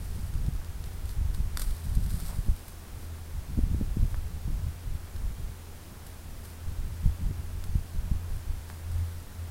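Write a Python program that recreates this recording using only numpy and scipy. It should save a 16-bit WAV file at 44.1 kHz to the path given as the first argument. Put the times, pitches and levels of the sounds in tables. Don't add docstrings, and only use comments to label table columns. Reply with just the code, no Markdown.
import sys
import numpy as np
from scipy import signal
from scipy.fft import rfft, irfft
from scipy.io import wavfile
from scipy.ndimage import uniform_filter1d, map_coordinates

SR = 44100
rng = np.random.default_rng(int(sys.argv[2]) if len(sys.argv) > 2 else 0)


def waveform_to_disk(signal):
    frames = np.transpose(np.atleast_2d(signal))
    scaled = np.clip(frames, -1, 1) * 32767
    samples = np.round(scaled).astype(np.int16)
    wavfile.write(sys.argv[1], SR, samples)


N = 418950
TIME = np.arange(N) / SR

# time_s, suction_db, width_ms
VORTICES = [(0.357, -23.5, 4.7), (.487, -20, 3.7), (1.215, -20.5, 3.4), (1.404, -17, 5.6),
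            (1.972, -16, 5.1), (2.143, -20.5, 3.9), (2.391, -19.5, 4.2), (2.486, -21, 1.6),
            (2.519, -22, 5.2), (3.577, -17.5, 3.16), (3.591, -20, 1.28), (3.638, -15, 7.6),
            (3.71, -21.5, 3.34), (3.747, -24, 1.5), (3.813, -22, 1.33), (3.825, -17, 3.9),
            (3.971, -22, 1.55), (4.032, -16, 6.2), (4.48, -28, 2.3), (7.061, -16.5, 3.67),
            (7.267, -20, 3.7), (7.288, -22.5, 6.8), (7.31, -24, 3.5), (7.756, -18.5, 3.44),
            (8.117, -18, 4.26)]


def undb(db):
    return 10 ** (np.asarray(db) / 20)


def unit(x):
    return x / np.sqrt(np.mean(x ** 2))


def noise():
    return rng.standard_normal(N)


def wander(rate_hz):
    step = max(int(SR / rate_hz), 1)
    return unit(uniform_filter1d(noise()[np.arange(N) // step], step))


def steady(x, window_s):
    return x / np.sqrt(uniform_filter1d(x ** 2, int(window_s * SR)) + 1e-12)


def colour(x, spectrum):
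    size = 16384
    hz, db = np.transpose(spectrum)
    bin_hz = np.arange(size // 2 + 1) * SR / size
    gain = unit(undb(np.interp(np.log(bin_hz + 1), np.log(hz), db)))
    cepstrum = irfft(np.log(gain))
    cepstrum[1:size // 2] *= 2
    cepstrum[size // 2 + 1:] = 0
    return signal.fftconvolve(x, irfft(np.exp(rfft(cepstrum))))[:len(x)]


def resonate(x, hz, width_hz):
    return signal.lfilter(*signal.iirpeak(hz, hz / width_hz, fs=SR), x)


def add(track, start_s, sound):
    i = max(int(start_s * SR), 0)
    track[i:i + len(sound)] += sound[:N - i]


def burst(t60_s):
    t = TIME[:SR // 10]
    return rng.standard_normal(len(t)) * undb(-60 * t / t60_s)


def crackle(rate_hz, spread_db):
    size = undb(spread_db * np.minimum(rng.exponential(size=N), 4))
    return unit((rng.random(N) < rate_hz / SR) * size * np.sign(noise()))


def envelope_db(events, attack_s, release_s, rest_db=-100):
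    power = np.full(N, undb(rest_db) ** 2)
    for start, hold, db in events:
        fade = np.maximum(start - TIME, 0) / attack_s + np.maximum(TIME - start - hold, 0) / release_s
        near = fade < 4
        power[near] += undb(db - 20 * fade[near]) ** 2
    return 10 * np.log10(power)


def air(hush_db=-47, whine_db=-74, whine_hz=10250.5):
    # freq_hz, level_db
    spectrum = [(20, 21), (60, 15), (125, 13.5), (200, 11), (310, 6), (420, 5), (520, 2), (800, 1.05),
                (1150, -2), (1600, -3), (2700, -7), (4400, -8.5), (6800, -9.5), (9500, -9.5), (15800, -11)]
    hush = colour(noise(), spectrum) * undb(hush_db + 0.11 * wander(4))
    return hush + undb(whine_db) * unit(np.sin(2 * np.pi * whine_hz * TIME))


def distant_engine(gain_db=-1, waver_db=2.0, octave_db=-27, roar_db=-64, roar_follow=0.35):
    # time_s, firing_hz, level_db
    drone = [(0, 83.17, -40.5), (.9, 83, -46), (1.9, 82.5, -38), (2.7, 82.55, -52.5), (3.1, 81.5, -43),
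             (4.3, 84.07, -43.5), (6.15, 82.22, -48.5), (7.1, 84.24, -35), (7.5, 86.8, -40),
             (8.2, 84.5, -39), (8.8, 84.8, -39.5), (9.0, 85, -26.5), (9.29, 85.3, -51.5), (9.43, 85.3, -34)]
    time_s, *columns = np.transpose(drone)
    firing_hz, level_db = (np.interp(TIME, time_s, column) for column in columns)
    phase = 2 * np.pi * np.cumsum(firing_hz * (1 + 0.0142 * wander(7.8))) / SR
    tone = unit(np.sin(phase) + undb(octave_db) * np.sin(2 * phase))
    roar = unit(resonate(noise(), hz=990, width_hz=770))
    roar *= undb(roar_db + roar_follow * (level_db - level_db.mean()))
    return tone * undb(level_db + gain_db + waver_db * wander(14)) + roar


def eddies(strength_db, quicken=0.173, reference_db=-42):
    # freq_hz, level_db
    spectrum = [(40, -19), (80, -0.5), (120, 4), (180, -2.5), (280, -17), (420, -28), (700, -49.5),
                (1500, -62)]
    turbulence = steady(colour(noise(), spectrum), window_s=0.0207)
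    speed = undb(quicken * (strength_db - reference_db))
    position = np.cumsum(speed) % (N - 1)
    return map_coordinates(turbulence, [position], order=3) * undb(strength_db)


def wind(attack_s=.03, release_s=.04, eddy_gain_db=-.5, patchy_db=2.5, heave_db=2.5, flurry_s=0.0046):
    # start_s, hold_s, swell_db, eddy_db
    gusts = [(0, 0.31, -36, -46), (0.342, 0.21, -29, -41.5), (0.559, 0.038, -27, -50),
             (0.693, 0.29, -38, -53), (0.987, .14, -32, -53), (1.177, 0.3, -28.5, -45),
             (1.541, .19, -29.5, -50), (1.86, 0.32, -30, -40), (2.223, .18, -32, -45),
             (2.463, 0.061, -23.5, -41), (2.918, .16, -41.5, -56.5), (3.348, .04, -35, -47),
             (3.492, 0.052, -34.5, -44.5), (3.579, .25, -27.5, -39), (3.868, 0.092, -31, -46.5),
             (3.996, 0.06, -22, -33.5), (4.109, 0.28, -34, -48.5), (4.451, .24, -30.5, -45),
             (4.881, 0.072, -28, -46.5), (5.16, 0.16, -31.5, -48.5), (5.38, 0.12, -36, -48),
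             (6.284, 0.1, -39, -55.5), (6.669, 0.0495, -35, -48), (6.79, .14, -33, -46.5),
             (7.04, 0.062, -24.5, -39), (7.21, 0.095, -32, -40), (7.38, 0.27, -36.5, -50.5),
             (7.694, .1, -27.5, -42.5), (7.95, 0.13, -30.5, -45.5), (8.111, 0.061, -29.5, -49),
             (8.311, 0.065, -32, -42.5), (8.47, 0.12, -32, -51), (8.87, 0.14, -34, -52)]
    # freq_hz, level_db
    spectrum = [(8, -5.5), (18, 2), (32, 3), (60, -1.5), (100, -9.5), (150, -23), (300, -62.5)]
    start_s, hold_s, gust_swell_db, gust_eddy_db = np.transpose(gusts)
    swell_db = envelope_db(zip(start_s, hold_s, gust_swell_db), attack_s, release_s, rest_db=-49.5)
    eddy_db = envelope_db(zip(start_s, hold_s, gust_eddy_db), attack_s, release_s, rest_db=-57)
    eddy_power = undb(eddy_db + eddy_gain_db + patchy_db * wander(50)) ** 2
    t = TIME[:SR // 10] - 1 / 20
    for time_s, suction_db, width_ms in VORTICES:
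        wake_db = suction_db - 15 + 5 * np.log2(3.504 / width_ms)
        add(eddy_power, time_s + t[0], undb(wake_db) ** 2 * np.exp(-(t / flurry_s) ** 2))
    swell = steady(colour(noise(), spectrum), window_s=0.071)
    swell *= undb(swell_db + heave_db * wander(25))
    return swell + eddies(10 * np.log10(eddy_power))


def buffets(gain_db=2.5, low_cut_hz=48):
    out = np.zeros(N)
    t = TIME[:SR // 10] - 1 / 20
    low_cut = signal.butter(1, low_cut_hz, "high", fs=SR, output="sos")
    for time_s, suction_db, width_ms in VORTICES:
        core = 1 / (1 + (1000 * t / width_ms) ** 2) ** 2
        dip = signal.sosfiltfilt(low_cut, core)
        add(out, time_s + t[0], -undb(suction_db + gain_db) * dip / dip.max())
    return out


def garden_echo(x, wet_db=-15, t60_s=0.11, delay_s=.006):
    t = TIME[:SR // 2]
    tail = rng.standard_normal(len(t)) * undb(-60 * t / t60_s) * (t > delay_s)
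    return x + undb(wet_db) * signal.fftconvolve(x, tail / np.linalg.norm(tail))[:N]


def loose_soil(hz=780, width_hz=750):
    # start_s, hold_s, level_db
    spills = [(2.12, 0.2, -63), (2.295, 0.051, -52)]
    flow_db = envelope_db(spills, attack_s=0.028, release_s=0.043)
    crumbs = crackle(rate_hz=1200, spread_db=2)
    patter = resonate(resonate(crumbs, hz, width_hz), hz, width_hz)
    return unit(patter) * undb(flow_db)


def clods(gain_db=23, damping=1.1, crumble=0.039, sheet_db=1.5):
    # time_s, level_db, pitch_hz
    landings = [(.616, -40, 849), (2.293, -41, 850), (2.311, -46, 800), (4.1442, -27.5, 719),
                (8.7006, -33.5, 950), (8.728, -42.5, 900)]
    out = np.zeros(N)
    for time_s, level_db, pitch_hz in landings:
        blow = crumble * burst(t60_s=0.012)
        blow[0] += 1
        thud = resonate(blow, pitch_hz, damping * pitch_hz)
        sheet = undb(sheet_db) * resonate(blow, hz=1570, width_hz=330)
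        knock = signal.sosfilt(signal.butter(2, 2 * pitch_hz, fs=SR, output="sos"), thud + sheet)
        add(out, time_s, undb(level_db + gain_db) * knock)
    return out


def foliage(flutter_db=1.4):
    # start_s, hold_s, level_db
    strokes = [(0, .12, -59), (.14, 0.13, -57.5), (.34, .2, -65), (.85, 0.12, -63), (1.09, 0.022, -54),
               (1.35, .04, -57), (1.6, 0.049, -47), (1.68, .36, -55), (2.1, 0.26, -50), (2.38, 0.23, -58),
               (2.67, 0.019, -57), (2.99, 0.062, -61), (4.05, 0.11, -62), (6.07, 0.042, -59),
               (6.44, 0.079, -57.5), (8.32, 0.046, -59), (8.69, .03, -59), (8.92, 0.24, -62)]
    # freq_hz, level_db
    spectrum = [(300, -12), (700, -11), (1450, -2), (2650, -14), (3700, -5), (5000, -2), (6700, -9.5),
                (8200, -2), (9200, 0.5), (10700, -5), (12500, -2), (14300, -9), (16000, -13)]
    handling_db = envelope_db(strokes, attack_s=0.045, release_s=.09, rest_db=-67)
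    crinkle = crackle(rate_hz=1300, spread_db=4)
    slide = .8 * noise()
    rustle = unit(crinkle + slide) * undb(handling_db + flutter_db * wander(60))
    return colour(rustle, spectrum)


def fractures(breaks, modes, wood_db, edge):
    # freq_hz, level_db
    spectrum = [(300, 0), (900, -9), (1500, 0.5), (2700, -10.5), (4500, -1), (6500, -6.5), (8500, 1.5),
                (9500, 2.5), (10900, -4), (12600, 0.5), (14300, -7), (16000, -13)]
    crack, push = np.zeros(N), np.zeros(N)
    for time_s, level_db, t60_s, body_db in breaks:
        add(crack, time_s, undb(level_db) * burst(t60_s))
        add(crack, time_s, undb([level_db]) * edge)
        add(push, time_s, undb([level_db + body_db]))
    body = sum(undb(db) * resonate(push, hz, width_hz) for hz, width_hz, db in modes)
    return colour(crack, spectrum) + undb(wood_db) * body


def twig_ticks(t60_s=0.03):
    # time_s, level_db, body_db
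    ticks = [(.339, -47, -5.5), (.464, -49, -4), (.564, -56, 0), (.647, -52, 0), (.841, -54, 6.5),
             (0.86, -48, -16), (1.056, -46.5, -17), (1.093, -46.5, -3), (1.347, -42.5, -5),
             (1.709, -45.5, -4), (1.951, -41.5, -13), (2.062, -43.5, -15), (2.106, -43.5, -5),
             (2.201, -41, -16), (2.563, -46, -12), (2.682, -42, -24), (5.163, -57, 4), (6.067, -44.5, -15),
             (7.640, -45, -2), (8.7009, -57, 5), (8.916, -47, -15)]
    # pitch_hz, width_hz, level_db
    modes = [(1450, 700, 4), (3620, 940, 3.5), (4700, 900, -0.5)]
    breaks = [(time_s, level_db, t60_s, body_db) for time_s, level_db, body_db in ticks]
    return fractures(breaks, modes, wood_db=26.5, edge=.6)


def stem_snap():
    # time_s, level_db, t60_s, body_db
    breaks = [(1.5726, -28.5, .015, 12.5), (1.5737, -43, .012, 6), (1.583, -45, .012, 11),
              (1.5961, -30, .011, -12), (1.5983, -35.5, 0.028, -1), (1.6073, -44, .015, 12),
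              (1.6175, -32, 0.043, -12), (1.6203, -38.5, .022, -2), (1.622, -41, .012, 9),
              (1.6288, -41, 0.019, -12)]
    # pitch_hz, width_hz, level_db
    modes = [(1400, 210, 1.5), (3580, 290, -3), (4600, 470, -3.5), (5500, 1100, -33)]
    return fractures(breaks, modes, wood_db=19, edge=2.5)


def scene():
    plant = stem_snap() + twig_ticks() + foliage() + loose_soil() + clods()
    return (garden_echo(plant) + wind() + buffets() + distant_engine() + air())[None]


def record(dry):
    return signal.sosfilt(signal.ellip(12, .1, 80, 15800, fs=SR, output="sos"), dry)


dry = scene()
out = record(dry)
waveform_to_disk(out)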